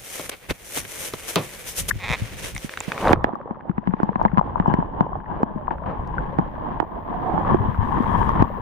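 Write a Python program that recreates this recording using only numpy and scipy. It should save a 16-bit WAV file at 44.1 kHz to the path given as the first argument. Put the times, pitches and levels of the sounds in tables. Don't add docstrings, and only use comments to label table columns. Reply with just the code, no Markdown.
import sys
import numpy as np
from scipy import signal
from scipy.fft import rfft, irfft, next_fast_len
from scipy.io import wavfile
from scipy.ndimage import uniform_filter1d, map_coordinates

SR = 44100
rng = np.random.default_rng(int(sys.argv[2]) if len(sys.argv) > 2 else 0)


def wav_record(signal):
    frames = np.transpose(np.atleast_2d(signal))
    bounded = np.clip(frames, -1, 1)
    quanta = np.round(bounded * 32767).astype(np.int16)
    wavfile.write(sys.argv[1], SR, quanta)


N = 379701


def amp(db):
    return 10 ** (np.asarray(db) / 20)


def unit(x):
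    return x / np.sqrt(np.mean(x ** 2) + 1e-20)


def peak(x):
    return x / (np.abs(x).max() + 1e-20)


def along(points, hz):
    f, v = np.transpose(points)
    return np.interp(np.log(hz + 1), np.log(f + 1), v)


def clock():
    return np.arange(N) / SR


def curves(rows):
    s, *cols = np.transpose(rows)
    return [np.interp(clock(), s, c) for c in cols]


def wobble(rate):
    knots = rng.standard_normal(int(N * rate / SR) + 4)
    return map_coordinates(knots, [np.arange(N) * rate / SR])


def impulse(spectrum, size=4096):
    cepstrum = irfft(np.log(amp(along(spectrum, np.fft.rfftfreq(size, 1 / SR)))))
    cepstrum[1:size // 2] *= 2
    cepstrum[size // 2 + 1:] = 0
    return irfft(np.exp(rfft(cepstrum)))


def colour(x, spectrum):
    return signal.fftconvolve(np.atleast_2d(x), impulse(spectrum)[None], axes=1)[:, :x.shape[-1]]


def lowpass(x, order, hz):
    return signal.sosfilt(signal.butter(order, hz, fs=SR, output="sos"), x)


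def pair(alike, size=N):
    share = np.clip(alike, 0, 1)
    common = np.sqrt(share) * rng.standard_normal(size)
    return common + np.sqrt(1 - share) * rng.standard_normal((2, size))


def place(pan_db):
    g = amp(np.array([pan_db, -pan_db]).reshape(2, -1) / 2)
    return g / np.sqrt(np.mean(g ** 2, axis=0))


def add(track, s, sound):
    i = int(np.clip(round(s * SR), 0, N - 1))
    track[:, i:i + sound.shape[-1]] += sound[..., :N - i]


def swell(s, rise, fall):
    t = clock() - s
    return np.exp(-.5 * np.minimum((t / np.where(t < 0, rise, fall)) ** 2, 100))


def swells(rows, rest):
    power = sum((amp(db) * swell(s, rise, fall)) ** 2 for s, rise, fall, db in rows)
    return np.sqrt(rest ** 2 + power)


def ring(t, hz, cycles, rise, glide):
    turns = hz * t
    phase = turns * (1 + glide * (1 - np.exp(-turns / 10)))
    envelope = np.exp(-turns / cycles) * (1 - np.exp(-(turns / rise) ** 2))
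    return peak(np.sin(2 * np.pi * phase) * envelope)


def gurgle(rate, spread_db, smooth_db):
    births = rng.random(N) < rate / SR * amp(4 * wobble(14))
    sizes = amp(spread_db * np.minimum(rng.exponential(size=N), 3)) * rng.choice([-1, 1], N)
    return unit(births * sizes) + amp(smooth_db) * rng.standard_normal(N)


def in_air():
    return np.interp(clock(), [3.11, 3.15], [1, 0])


# time_s, glug_level_db, glug_pitch_hz, ring_cycles, left_over_right_db, pop_level_db, snap_level_db
ESCAPING_POCKETS = [(3.1316, -2.5, 280, 1.9, -19.5, 2.5, -5.5), (3.243, -8.5, 304, 0.69, -1.5, -4.5, -9),
                    (3.3331, -17.5, 265, 1.6, -6, -31, -42), (3.5086, -15.5, 251, 1.13, 6, -18, -38),
                    (3.695, -9.5, 206, 1.1, 17, -20.5, -30), (3.7802, -12.5, 236, 1.37, 14.5, -15, -26),
                    (3.8733, -10, 227, 1.7, 11, -13, -24.5), (3.889, -11.5, 209, 2.5, 41, -40, -57.5),
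                    (3.937, -10.5, 240, 0.9, 12, -10, -28.5), (4.001, -11.5, 280, 1.3, -18, -16.5, -37.5),
                    (4.031, -8, 233, 1.55, 10, -7.5, -28), (4.0905, -13.5, 225, 1.65, 12.5, -9, -29),
                    (4.157, -13.5, 234, 1.4, 13.5, -8, -23.5), (4.251, -9.5, 234, 2.3, 8, -2, -17.5),
                    (4.332, -10, 202, 1.7, 26, -38, -54), (4.3732, -10, 233, 2.4, 13, -6, -22),
                    (4.381, -8.5, 189, 1.4, 22.5, -3.5, -14.5), (4.599, -7, 201.1, 0.98, 6.5, -7, -18.5),
                    (4.679, -6.5, 196, 1.1, 14, -11.5, -51), (4.739, -7, 210, 1.2, 0, -7, -17.5),
                    (4.7857, -8, 194, 1.7, 2.5, -32, -44), (5.0073, -6, 212, 0.93, 11.5, -2, -25),
                    (5.431, -5.5, 258.9, 0.84, 0, -5.5, -30), (5.559, -15, 232.7, 1.455, 6, -35, -49),
                    (6.3862, -7, 201, 1.2, -7, -9, -23.5), (6.3927, -9.5, 220, 0.75, 2, -10, -41.5),
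                    (6.8007, -15, 271, 2.3, -22, -5, -17), (6.8266, -16, 282, 1.5, -22, -18, -52),
                    (7.544, -4, 299, 3.17, -13, -10, -30), (8.423, -0.5, 276, 0.5, -5.5, -7, -31)]
GLUG_LAG_S = 0.00064
POP_HZ, POP_SCATTER = 929, 0.05
POP_CYCLES, POP_GLIDE = 2.3, 0.028
POP_PAN_FOLLOWS, POP_PAN_DB = .45, -5.5


def glugs():
    out = np.zeros((2, N))
    for s, db, hz, cycles, pan_db, pop_db, snap_db in ESCAPING_POCKETS:
        add(out, s + GLUG_LAG_S, glug(db, hz, cycles, pan_db))
        pop_hz = POP_HZ * np.exp(POP_SCATTER * rng.standard_normal())
        pop_pan_db = POP_PAN_FOLLOWS * pan_db + POP_PAN_DB
        add(out, s, pop(pop_db, pop_hz, POP_CYCLES, pop_pan_db, snap_db))
    return out


def glug(db, hz, cycles, pan_db):
    t = np.arange(SR // 8) / SR
    left = ring(t, hz * 0.863, cycles, rise=0.38, glide=0.038)
    right = ring(t, hz * 1.15, cycles * 0.62, rise=0.26, glide=0.029)
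    return amp(db - 0.5) * place(pan_db) * np.array([left, right])


# frequency_hz, level_db
HOUSING_SNAP = [(500, -18.5), (1300, -2.5), (1750, 7), (2400, -7), (3100, -10), (4200, -21.5), (9000, -45)]
PORT_DELAY_S, SNAP_LAG_S = 0.00029, 0.00013
OVERTONE_HZ, OVERTONE_DB = 1670, -7.5
SPATTER_DB, SPATTER_T60_S = -12, 0.026


def pop(db, hz, cycles, pan_db, snap_db):
    click = peak(impulse(HOUSING_SNAP))
    t = np.arange(len(click)) / SR
    overtone = ring(t, OVERTONE_HZ, cycles=3.3, rise=0.23, glide=0.02)
    snap = amp(-3.0) * click + amp(OVERTONE_DB) * overtone
    snaps = np.array([snap, np.interp(t - SNAP_LAG_S, t, snap, left=0)])
    spatter = unit(colour(pair(alike=0.27, size=len(t)), HOUSING_SNAP))
    snaps += amp(SPATTER_DB - 60 * t / SPATTER_T60_S) * spatter
    glide = POP_GLIDE * cycles
    left = ring(t, hz, cycles, rise=0.73, glide=glide)
    right_t = np.maximum(t - PORT_DELAY_S, 0)
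    right = ring(right_t, hz * 0.897, cycles * 0.65, rise=0.58, glide=glide)
    return place(pan_db) * (amp(db) * np.array([left, right]) + amp(snap_db - 0.5) * snaps)


# time_s, level_db, pitch_hz, left_over_right_db
FREE_BUBBLES = [(3.354, -18, 1075, 6.5), (4.196, -14.5, 870, 10), (4.214, -4, 870, 6.5),
                (4.2587, -5.5, 890, 9), (4.281, -29, 1800, -3), (4.3928, -5, 984, 30.5),
                (4.412, -6, 814, 2.5), (4.5573, -8, 930, 14.5), (4.6588, -6.5, 900, 9.5),
                (4.8254, -11, 865, 2.5), (5.131, -16, 1000, 5), (5.154, -14, 850, -11),
                (5.259, -35, 1710, -2), (5.68, -9.5, 960, 12), (5.71, -11, 887, 10),
                (6.182, -12.5, 1397, 10), (7.3782, -7.5, 930, -16.5), (8.2919, -7, 1050, 2)]
PLIP_CYCLES, PLIP_CYCLES_GROW = 2.13, 1.7
PLIP_SNAP_DB = -30


def plips():
    out = np.zeros((2, N))
    for s, db, hz, pan_db in FREE_BUBBLES:
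        cycles = PLIP_CYCLES * (hz / POP_HZ) ** PLIP_CYCLES_GROW
        add(out, s, pop(db, hz, cycles, pan_db, db + PLIP_SNAP_DB))
    return out


# time_s, level_db, pitch_hz, left_over_right_db
SOFT_PUSHES = [(0.505, -19, 121, -26), (1.956, -20.5, 114, 1), (2.101, -16.5, 170, 24),
               (2.218, -14.5, 130, 2), (2.645, -18.5, 190, -7), (2.88, -16.5, 155, -37.5),
               (7.337, -15.5, 198.4, 16), (7.52, -9.5, 170, -1.5), (7.602, -12.5, 131.4, 10),
               (7.683, -14, 140, 5.5), (7.785, -9, 111.5, 10), (8.004, -7, 263, 8), (8.402, -7.5, 125, 7)]


def thumps():
    out = np.zeros((2, N))
    for s, db, hz, pan_db in SOFT_PUSHES:
        add(out, s, glug(db, hz, cycles=1.55, pan_db=pan_db))
    return out


# time_s, peak_db, first_pitch_hz, last_pitch_hz
WAVELET_SLAPS = [(3.054, -15, 1590, 652), (3.0729, -5.5, 2050, 480), (3.0933, -7.5, 1900, 400),
                 (3.1068, -5, 1150, 203), (3.1175, -11, 1990, 478)]
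SLAP_FALL_S, SLAP_RISE_S, SLAP_DECAY_S = 0.0011, 0.00039, 0.005


def slaps():
    out, t = np.zeros((2, N)), np.arange(SR // 40) / SR
    shape = (1 - np.exp(-t / SLAP_RISE_S)) * np.exp(-(t / SLAP_DECAY_S) ** 2)
    for s, db, first_hz, last_hz in WAVELET_SLAPS:
        extra_turns = (first_hz - last_hz) * SLAP_FALL_S * (1 - np.exp(-t / SLAP_FALL_S))
        turns = last_hz * t + extra_turns
        add(out, s, amp(db) * peak(shape * np.sin(2 * np.pi * turns)))
    return out


# time_s, rush_level_db
PLUNGE_RUSH = [(2.8, -86), (2.89, -36), (3.02, -31), (3.055, -21), (3.125, -18), (3.145, -25.5),
               (3.18, -50), (3.2, -80)]
# frequency_hz, level_db
WASH_SPECTRUM = [(25, 1.5), (100, 7), (300, 2.5), (650, 5), (1100, 2.5), (1700, -10), (3000, -21),
                 (14000, -66.5)]


def plunge():
    rush_db, = curves(PLUNGE_RUSH)
    spatter = gurgle(rate=1800, spread_db=6.0, smooth_db=-6) + amp(-8.5) * pair(alike=0)
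    return amp(rush_db) * unit(colour(spatter, WASH_SPECTRUM))


# peak_time_s, rise_s, fall_s (Gaussian widths), gurgle_level_db, churn_level_db
HOUSING_SHOVES = [(3.265, .012, 0.024, -37.5, -33), (4.204, 0.011, .022, -33, -35),
                  (4.47, 0.023, 0.041, -32.5, -45), (5.391, 0.068, 0.029, -30, -37.5),
                  (5.712, .005, 0.024, -25.5, -34), (5.863, 0.0033, 0.062, -30.5, -29),
                  (6.68, 0.061, 0.11, -31.5, -41), (7.495, 0.044, 0.035, -27.5, -26.5),
                  (8.41, 0.44, 0.016, -24.5, -43), (8.415, .016, 0.011, -34, -22.5)]
TREBLE_HZ = 1390


def churn():
    level = swells([(s, rise, fall, db) for s, rise, fall, _, db in HOUSING_SHOVES], 0)
    grains = np.array([gurgle(rate=600, spread_db=5.5, smooth_db=-13) for _ in range(3)])
    swish = colour(grains[:2] + grains[2], WASH_SPECTRUM)
    return level * unit(lowpass(swish, 1, TREBLE_HZ))


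# time_s, level_db
STEADY_FLOW = [(3.18, -38), (3.75, -46), (4.08, -40), (4.42, -41), (4.69, -33), (5.11, -38.5),
               (5.76, -40.5), (6.24, -34.5), (6.87, -38), (7.01, -36.5), (7.32, -30), (7.62, -33.5),
               (8.0, -31), (8.27, -33.5), (8.45, -35), (8.6, -36)]
GURGLE_DB = 4.5
STIR_DB, STIR_RISE_S, STIR_FALL_S = -26.5, 0.02, 0.006


def flow_level():
    steady_db, = curves(STEADY_FLOW)
    shoves = [row[:-1] for row in HOUSING_SHOVES]
    swirls = [(s, STIR_RISE_S, STIR_FALL_S, db + STIR_DB) for s, db, *_ in ESCAPING_POCKETS]
    return 20 * np.log10(swells(shoves + swirls, amp(steady_db + GURGLE_DB)))


# time_s, left_over_right_db, pitch_factor
TRAPPED_AIR = [(3.2, -4, 1.12), (3.6, -0.5, 0.99), (6.4, 3.5, 1), (7.3, -2, 1.02), (7.7, 5.5, 1.033)]
# frequency_hz, level_db
LEFT_RESONANCES = [(50, -17), (130, 2), (200, 6), (320, -9.5), (550, -20), (780, -8), (900, 1), (1060, 2),
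                   (1300, -19.5), (1700, -15), (2050, -33), (2600, -40), (3100, -31), (4200, -61),
                   (8000, -80)]
# frequency_hz, level_db
RIGHT_RESONANCES = [(55, -15.5), (180, -3), (310, 1.5), (580, -7), (880, 3), (1110, -7.5), (1400, -20),
                    (1800, -25), (2550, -43), (3200, -36), (4400, -56), (9000, -86)]
CROSS_FLOW_DB = -6.5
WANDER, WANDER_RATE = .02, 14
TREBLE_DB, TREBLE_GROWS = 3, 0.4


def flooded_ports(flow_db, speed_db):
    pan_db, tuning = curves(TRAPPED_AIR)
    stir = np.array([gurgle(rate=300, spread_db=2.5, smooth_db=-9.5) for _ in range(3)])
    drives = stir[:2] + amp(CROSS_FLOW_DB) * np.array([stir[2], -stir[2]])
    bodies = (LEFT_RESONANCES, RIGHT_RESONANCES)
    ports = [unit(colour(drive, body))[0] for drive, body in zip(drives, bodies)]
    drifted = []
    for port in ports:
        position = np.cumsum(tuning + WANDER * wobble(WANDER_RATE))
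        drifted.append(map_coordinates(port, [position], mode="mirror"))
    drifted = np.array(drifted)
    low = signal.sosfiltfilt(signal.butter(2, TREBLE_HZ, fs=SR, output="sos"), drifted)
    sound = low + amp(TREBLE_DB + TREBLE_GROWS * speed_db) * (drifted - low)
    return amp(flow_db + 2.14 * wobble(20)) * sound * place(pan_db)


CLOUD_DB, CLOUD_S = 9, .5


def bubble_cloud(flow_db):
    cloud_db = CLOUD_DB * np.exp(-np.abs(clock() - PLUNGE_RUSH[-1][0]) / CLOUD_S)
    return amp(0.56 * flow_db - 24.0 + cloud_db) * bubbles(count=900, hz=697, spread=.4, size_db=8)


def bubbles(count, hz, spread, size_db):
    out, t = np.zeros((2, N)), np.arange(SR // 25) / SR
    times = rng.uniform(0, N / SR, count)
    traits = np.clip(rng.standard_normal((count, 3)), -2, 2)
    for s, (pitch, size, side) in zip(times, traits):
        note = ring(t, hz * np.exp(spread * pitch), cycles=1.9, rise=0.46, glide=0.14)
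        add(out, s, amp(size_db * size) * place(7 * side) * note)
    return unit(out)


# time_s, rumble_level_db
HOUSING_SWAY = [(3.18, -29), (3.38, -59), (4.27, -36), (5.58, -42), (6.21, -32.5), (6.97, -45.5),
                (7.44, -32), (8.42, -26), (8.48, -33)]
# frequency_hz, level_db
RUMBLE_SPECTRUM = [(12, -1), (42, 8), (95, 3), (160, -1.5), (260, -16), (600, -67)]


def rumble():
    rumble_db, = curves(HOUSING_SWAY)
    noise = unit(colour(amp(2.4 * wobble(22)) * pair(alike=0.9), RUMBLE_SPECTRUM))
    return amp(rumble_db + 2.5) * noise * place(1.6)


RATTLE_DB, RATTLE_GROWS = -45.5, 1.05


def rattle(speed_db, fizz_db):
    noise = unit(colour(amp(2.4 * wobble(200)) * pair(alike=0.081), HOUSING_SNAP))
    return amp(RATTLE_DB + RATTLE_GROWS * speed_db + fizz_db) * noise * place(3.5)


# frequency_hz, level_db
SPRAY_SPECTRUM = [(1500, -16.5), (3300, -4), (5000, -0.5), (9000, -2), (13300, -5.5), (14500, -22.5)]
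SPRAY_DB, SPRAY_GROWS, SPRAY_BUILD_S = -61, 3.7, 0.38


def spray(speed_db, fizz_db):
    lasting_db = uniform_filter1d(speed_db, int(SPRAY_BUILD_S * SR))
    noise = unit(colour(amp(3.1 * wobble(330)) * pair(alike=0.073), SPRAY_SPECTRUM))
    return amp(SPRAY_DB + SPRAY_GROWS * lasting_db + fizz_db) * noise


# time_s, level_db
FIZZ_SHARE = [(3.6, -4), (4.0, 6), (5.1, -8.5), (6.2, 2), (6.95, -1.5), (8.0, 3)]
FAST_FLOW_DB = -22.5


def underwater():
    flow_db = flow_level()
    speed_db = flow_db - FAST_FLOW_DB
    fizz_db, = curves(FIZZ_SHARE)
    out = flooded_ports(flow_db, speed_db) + bubble_cloud(flow_db) + rumble()
    out += rattle(speed_db, fizz_db) + spray(speed_db, fizz_db)
    return out * (1 - in_air())


# time_s, pitch_hz, level_db
LOOSE_AIR = [(5.15, 772, -62), (5.36, 687, -40.5), (6.05, 478, -45.5), (6.7, 659, -45), (7.1, 699, -37),
             (7.52, 804, -29.5), (7.58, 810, -77)]


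def loose_pocket(width_hz):
    hz, db = curves(LOOSE_AIR)
    turn = np.exp(2j * np.pi * np.cumsum(hz) / SR)
    eddies = lowpass(gurgle(rate=150, spread_db=2.5, smooth_db=-9), 2, POP_HZ)
    pole = np.exp(-np.pi * width_hz / SR)
    note = (signal.lfilter([1], [1, -pole], eddies / turn) * turn).imag
    return amp(db) * unit(note) * place(-16)


# time_s, peak_db
WATER_TICKS = [(3.13, -16), (3.241, -32), (3.354, -50.5), (4.033, -37), (4.229, -42.5), (4.677, -41),
               (4.74, -36.5), (5.01, -38), (5.431, -37.5), (6.075, -42.5), (6.388, -38.5), (6.802, -35.5),
               (7.545, -42), (8.2914, -34), (8.424, -33)]
# frequency_hz, level_db
CLICK_SPECTRUM = [(1000, -20), (5000, 2), (8000, -9.5), (15000, -19)]


def ticks():
    out, click = np.zeros((2, N)), peak(impulse(CLICK_SPECTRUM))
    for s, db in WATER_TICKS:
        add(out, s, amp(db) * click)
    return out


# peak_time_s, rise_s, fall_s (Gaussian widths), hiss_level_db, rub_level_db
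SLEEVE_MOVES = [(0.16, 0.08, 0.063, -35, -38.5), (.23, 0.054, 0.048, -37, -36),
                (0.2951, 0.0018, 0.0029, -21.5, -20.5), (.325, 0.011, 0.019, -53, -35),
                (.44, 0.02, 0.04, -62, -45), (.509, 0.01, 0.0094, -35, -25), (.72, 0.046, 0.038, -38, -43),
                (0.766, 0.022, 0.027, -28.5, -32), (.853, 0.0026, 0.0046, -55, -34.5),
                (.92, 0.051, 0.021, -41, -47.5), (1.05, 0.071, 0.033, -35, -39.5),
                (1.2, 0.34, 0.47, -43, -42), (1.3, 0.017, 0.034, -32, -35), (1.55, 0.33, 0.35, -46, -44.5),
                (1.7, 0.024, 0.027, -35.5, -51.5), (1.789, 0.018, 0.018, -23.5, -34),
                (1.894, 0.0065, 0.005, -20.5, -28), (2.125, 0.065, 0.03, -46.5, -34.5),
                (2.27, 0.15, 0.14, -42.5, -40.5), (2.481, 0.062, 0.024, -32.5, -35),
                (2.61, 0.047, 0.093, -40, -45.5), (2.95, 0.25, 0.27, -43, -39.5)]
# frequency_hz, level_db
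HISS_SPECTRUM = [(1500, -39.5), (3000, -4), (4700, -9), (6000, -1), (7500, -4.5), (9500, -0.5),
                 (12000, -5.5), (14200, -5.5), (15500, -30.5)]
# frequency_hz, level_db
CLOTH_SPECTRUM = [(100, -11.5), (250, -9.5), (520, -1), (750, -10), (1300, -10.5), (2200, -5.5),
                  (5000, -20.5), (10000, -55)]
SLEEVE_REST_DB, RUB_REST_DB = -53, -50.5
# peak_time_s, rise_s, fall_s (Gaussian widths), rumble_level_db
HAND_SHIFTS = [(.515, 0.015, 0.0046, -26), (2.0, 0.19, 0.35, -34), (3.12, 0.06, .035, -26)]
# frequency_hz, level_db
HANDLING_SPECTRUM = [(15, -17), (40, 2.5), (100, -1.5), (190, -6), (350, -18), (900, -54.5)]
HOLD_DB = -49.5


def sleeve():
    hiss_gain = swells([(s, rise, fall, db) for s, rise, fall, db, _ in SLEEVE_MOVES], amp(SLEEVE_REST_DB))
    rub_gain = swells([(s, rise, fall, db) for s, rise, fall, _, db in SLEEVE_MOVES], amp(RUB_REST_DB))
    weave = amp(1.5 * wobble(500) + 1.8 * wobble(40.14))
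    hiss = unit(colour(weave * pair(alike=0.16), HISS_SPECTRUM))
    rub = unit(colour(weave * pair(alike=0.32), CLOTH_SPECTRUM))
    hand = unit(colour(amp(5.0 * wobble(25.02)) * pair(alike=0.35), HANDLING_SPECTRUM))
    out = hiss_gain * shaded(hiss, hz=5900) * place(2.1)
    out += rub_gain * rub
    out += swells(HAND_SHIFTS, amp(HOLD_DB)) * hand
    return out * in_air()


# time_s, share_dulled (0 to 1)
HAND_COVER = [(1.91, 0), (1.94, 1), (2.5, 0.6), (3.0, 1)]


def shaded(x, hz):
    cover = np.clip(curves(HAND_COVER)[0], 0, 1)
    return x + cover * (lowpass(x, 1, hz) - x)


# time_s, level_db, crack_level_db, t60_s
HULL_KNOCKS = [(.196, -33, -45, .05), (0.508, -22.5, -28.5, 0.026), (0.772, -29.5, -40.5, 0.037),
               (1.137, -25, -26, 0.029), (1.358, -20, -7.5, 0.16)]
# frequency_hz, level_db
HULL_SPECTRUM = [(40, -51), (110, 3), (260, -2.5), (450, 1), (750, -4.5), (1100, -1.5), (1600, -14.5),
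                 (2400, -10.5), (4000, -15), (10000, -47)]


def knocks():
    out, t = np.zeros((2, N)), np.arange(SR // 3) / SR
    crack_spectrum = [(300, -9.0), (3000, 2.5), (14000, -9)]  # Hz, dB
    for s, db, crack_db, t60 in HULL_KNOCKS:
        body = unit(colour(pair(alike=0.69, size=len(t)), HULL_SPECTRUM))
        low = lowpass(body, 1, 600)
        boom = low * amp(-60 * t / (t60 * 1.37)) + (body - low) * amp(-60 * t / (t60 * 0.84))
        hum = amp(-1.5) * ring(t, hz=155.0, cycles=t60 * 38, rise=0.29, glide=0)
        hum += amp(1.0) * ring(t, hz=286.0, cycles=t60 * 30, rise=0.86, glide=0)
        crack = unit(colour(pair(alike=0.38, size=len(t)), crack_spectrum)) * amp(-60 * t / 0.0063)
        add(out, s, amp(db + 6.5) * (boom + 0.37 * hum) + amp(crack_db) * crack)
    return out


# pitch_hz, level_db
SKID_TONES = [(1170, -23.5), (1640, -12.5), (1850, -16)]
SKID_AT_S = 1.9122


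def squeak(width):
    t = clock() - SKID_AT_S
    envelope = np.exp(-.5 * (t / width) ** 2)
    tones = sum(amp(db) * np.sin(2 * np.pi * hz * t + 0.91 * wobble(600)) for hz, db in SKID_TONES)
    return tones * envelope * place(11)


# time_s, slips_per_s, level_db
GRIP_SLIPS = [(2.0, 155, -26.5), (2.025, 165, -23), (2.04, 297, -16.5), (2.07, 170, -19),
              (2.085, 106, -11.5), (2.125, 125, -9), (2.137, 222, -8), (2.156, 205, -19.5)]
# frequency_hz, level_db
GRIP_SPECTRUM = [(200, -18), (550, -6), (1000, 2.5), (1500, -9), (2000, 5), (2500, 4.5), (2900, -14.5),
                 (3700, -2), (4500, -18), (7000, -21.5), (14000, -45)]
EDGE_DB, EDGE_GROWS = -4, 2.3


def creak():
    rate, db = curves(GRIP_SLIPS)
    count = np.floor(np.cumsum(rate * amp(1.8 * wobble(160))) / SR)
    active = (clock() > GRIP_SLIPS[0][0]) * (clock() < GRIP_SLIPS[-1][0])
    slips = np.diff(count, prepend=0) * active
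    sizes = slips * amp(db + 0.67 * wobble(150))
    clicks = signal.fftconvolve(sizes, peak(impulse(GRIP_SPECTRUM)))[:N]
    edges = signal.fftconvolve(sizes ** EDGE_GROWS, peak(impulse(CLICK_SPECTRUM)))[:N]
    return (amp(-0.5) * clicks + amp(EDGE_DB) * edges) * place(-1.6)


# time_s, ring_peak_db, pitch_hz
WATER_DROPS = [(2.5504, -24, 8440), (2.564, -16, 2100), (2.579, -21.5, 5690), (2.694, -20.5, 1680),
               (2.738, -21, 1700), (2.774, -13.5, 1520), (2.8043, -16, 7180), (2.808, -16, 930),
               (2.9193, -10, 1500), (2.9786, -16, 1180), (3.0825, -18.5, 3700)]
DROP_SPATTER_DB = -7.5


def drops():
    out, t = np.zeros((2, N)), np.arange(SR // 20) / SR
    for s, db, hz in WATER_DROPS:
        noise = unit(colour(pair(alike=0.36, size=len(t)), GRIP_SPECTRUM))
        spatter = noise * amp(DROP_SPATTER_DB - 60 * t / 0.015)
        note = ring(t, hz, cycles=hz * 0.00088, rise=0.12, glide=0.033)
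        add(out, s, amp(db) * (note + spatter))
    return out


# time_s, level_db
WHINE_LEVEL = [(0, -63.5), (3.12, -58), (3.16, -100), (8, -68.5)]
WHINE_HZ = 14835


def whine():
    whine_db, = curves(WHINE_LEVEL)
    return amp(whine_db) * np.sin(2 * np.pi * WHINE_HZ * clock())


def scene():
    below = glugs() + plips() + slaps() + plunge() + churn() + underwater()
    below += loose_pocket(width_hz=52) + ticks()
    above = sleeve() + knocks() + squeak(width=0.0029) + creak() + drops()
    return below + thumps() + above + whine()


TOP_HZ = 16000


def record(dry):
    held = dry / (1 + np.abs(dry / .97) ** 8) ** (1 / 8)
    size = next_fast_len(N + SR // 2)
    padded = np.pad(held, ((0, 0), (0, size - N)), mode="reflect")
    kept = np.fft.rfftfreq(size, 1 / SR) < TOP_HZ
    return irfft(rfft(padded) * kept, size)[:, :N]


dry = scene()
out = record(dry)
wav_record(out)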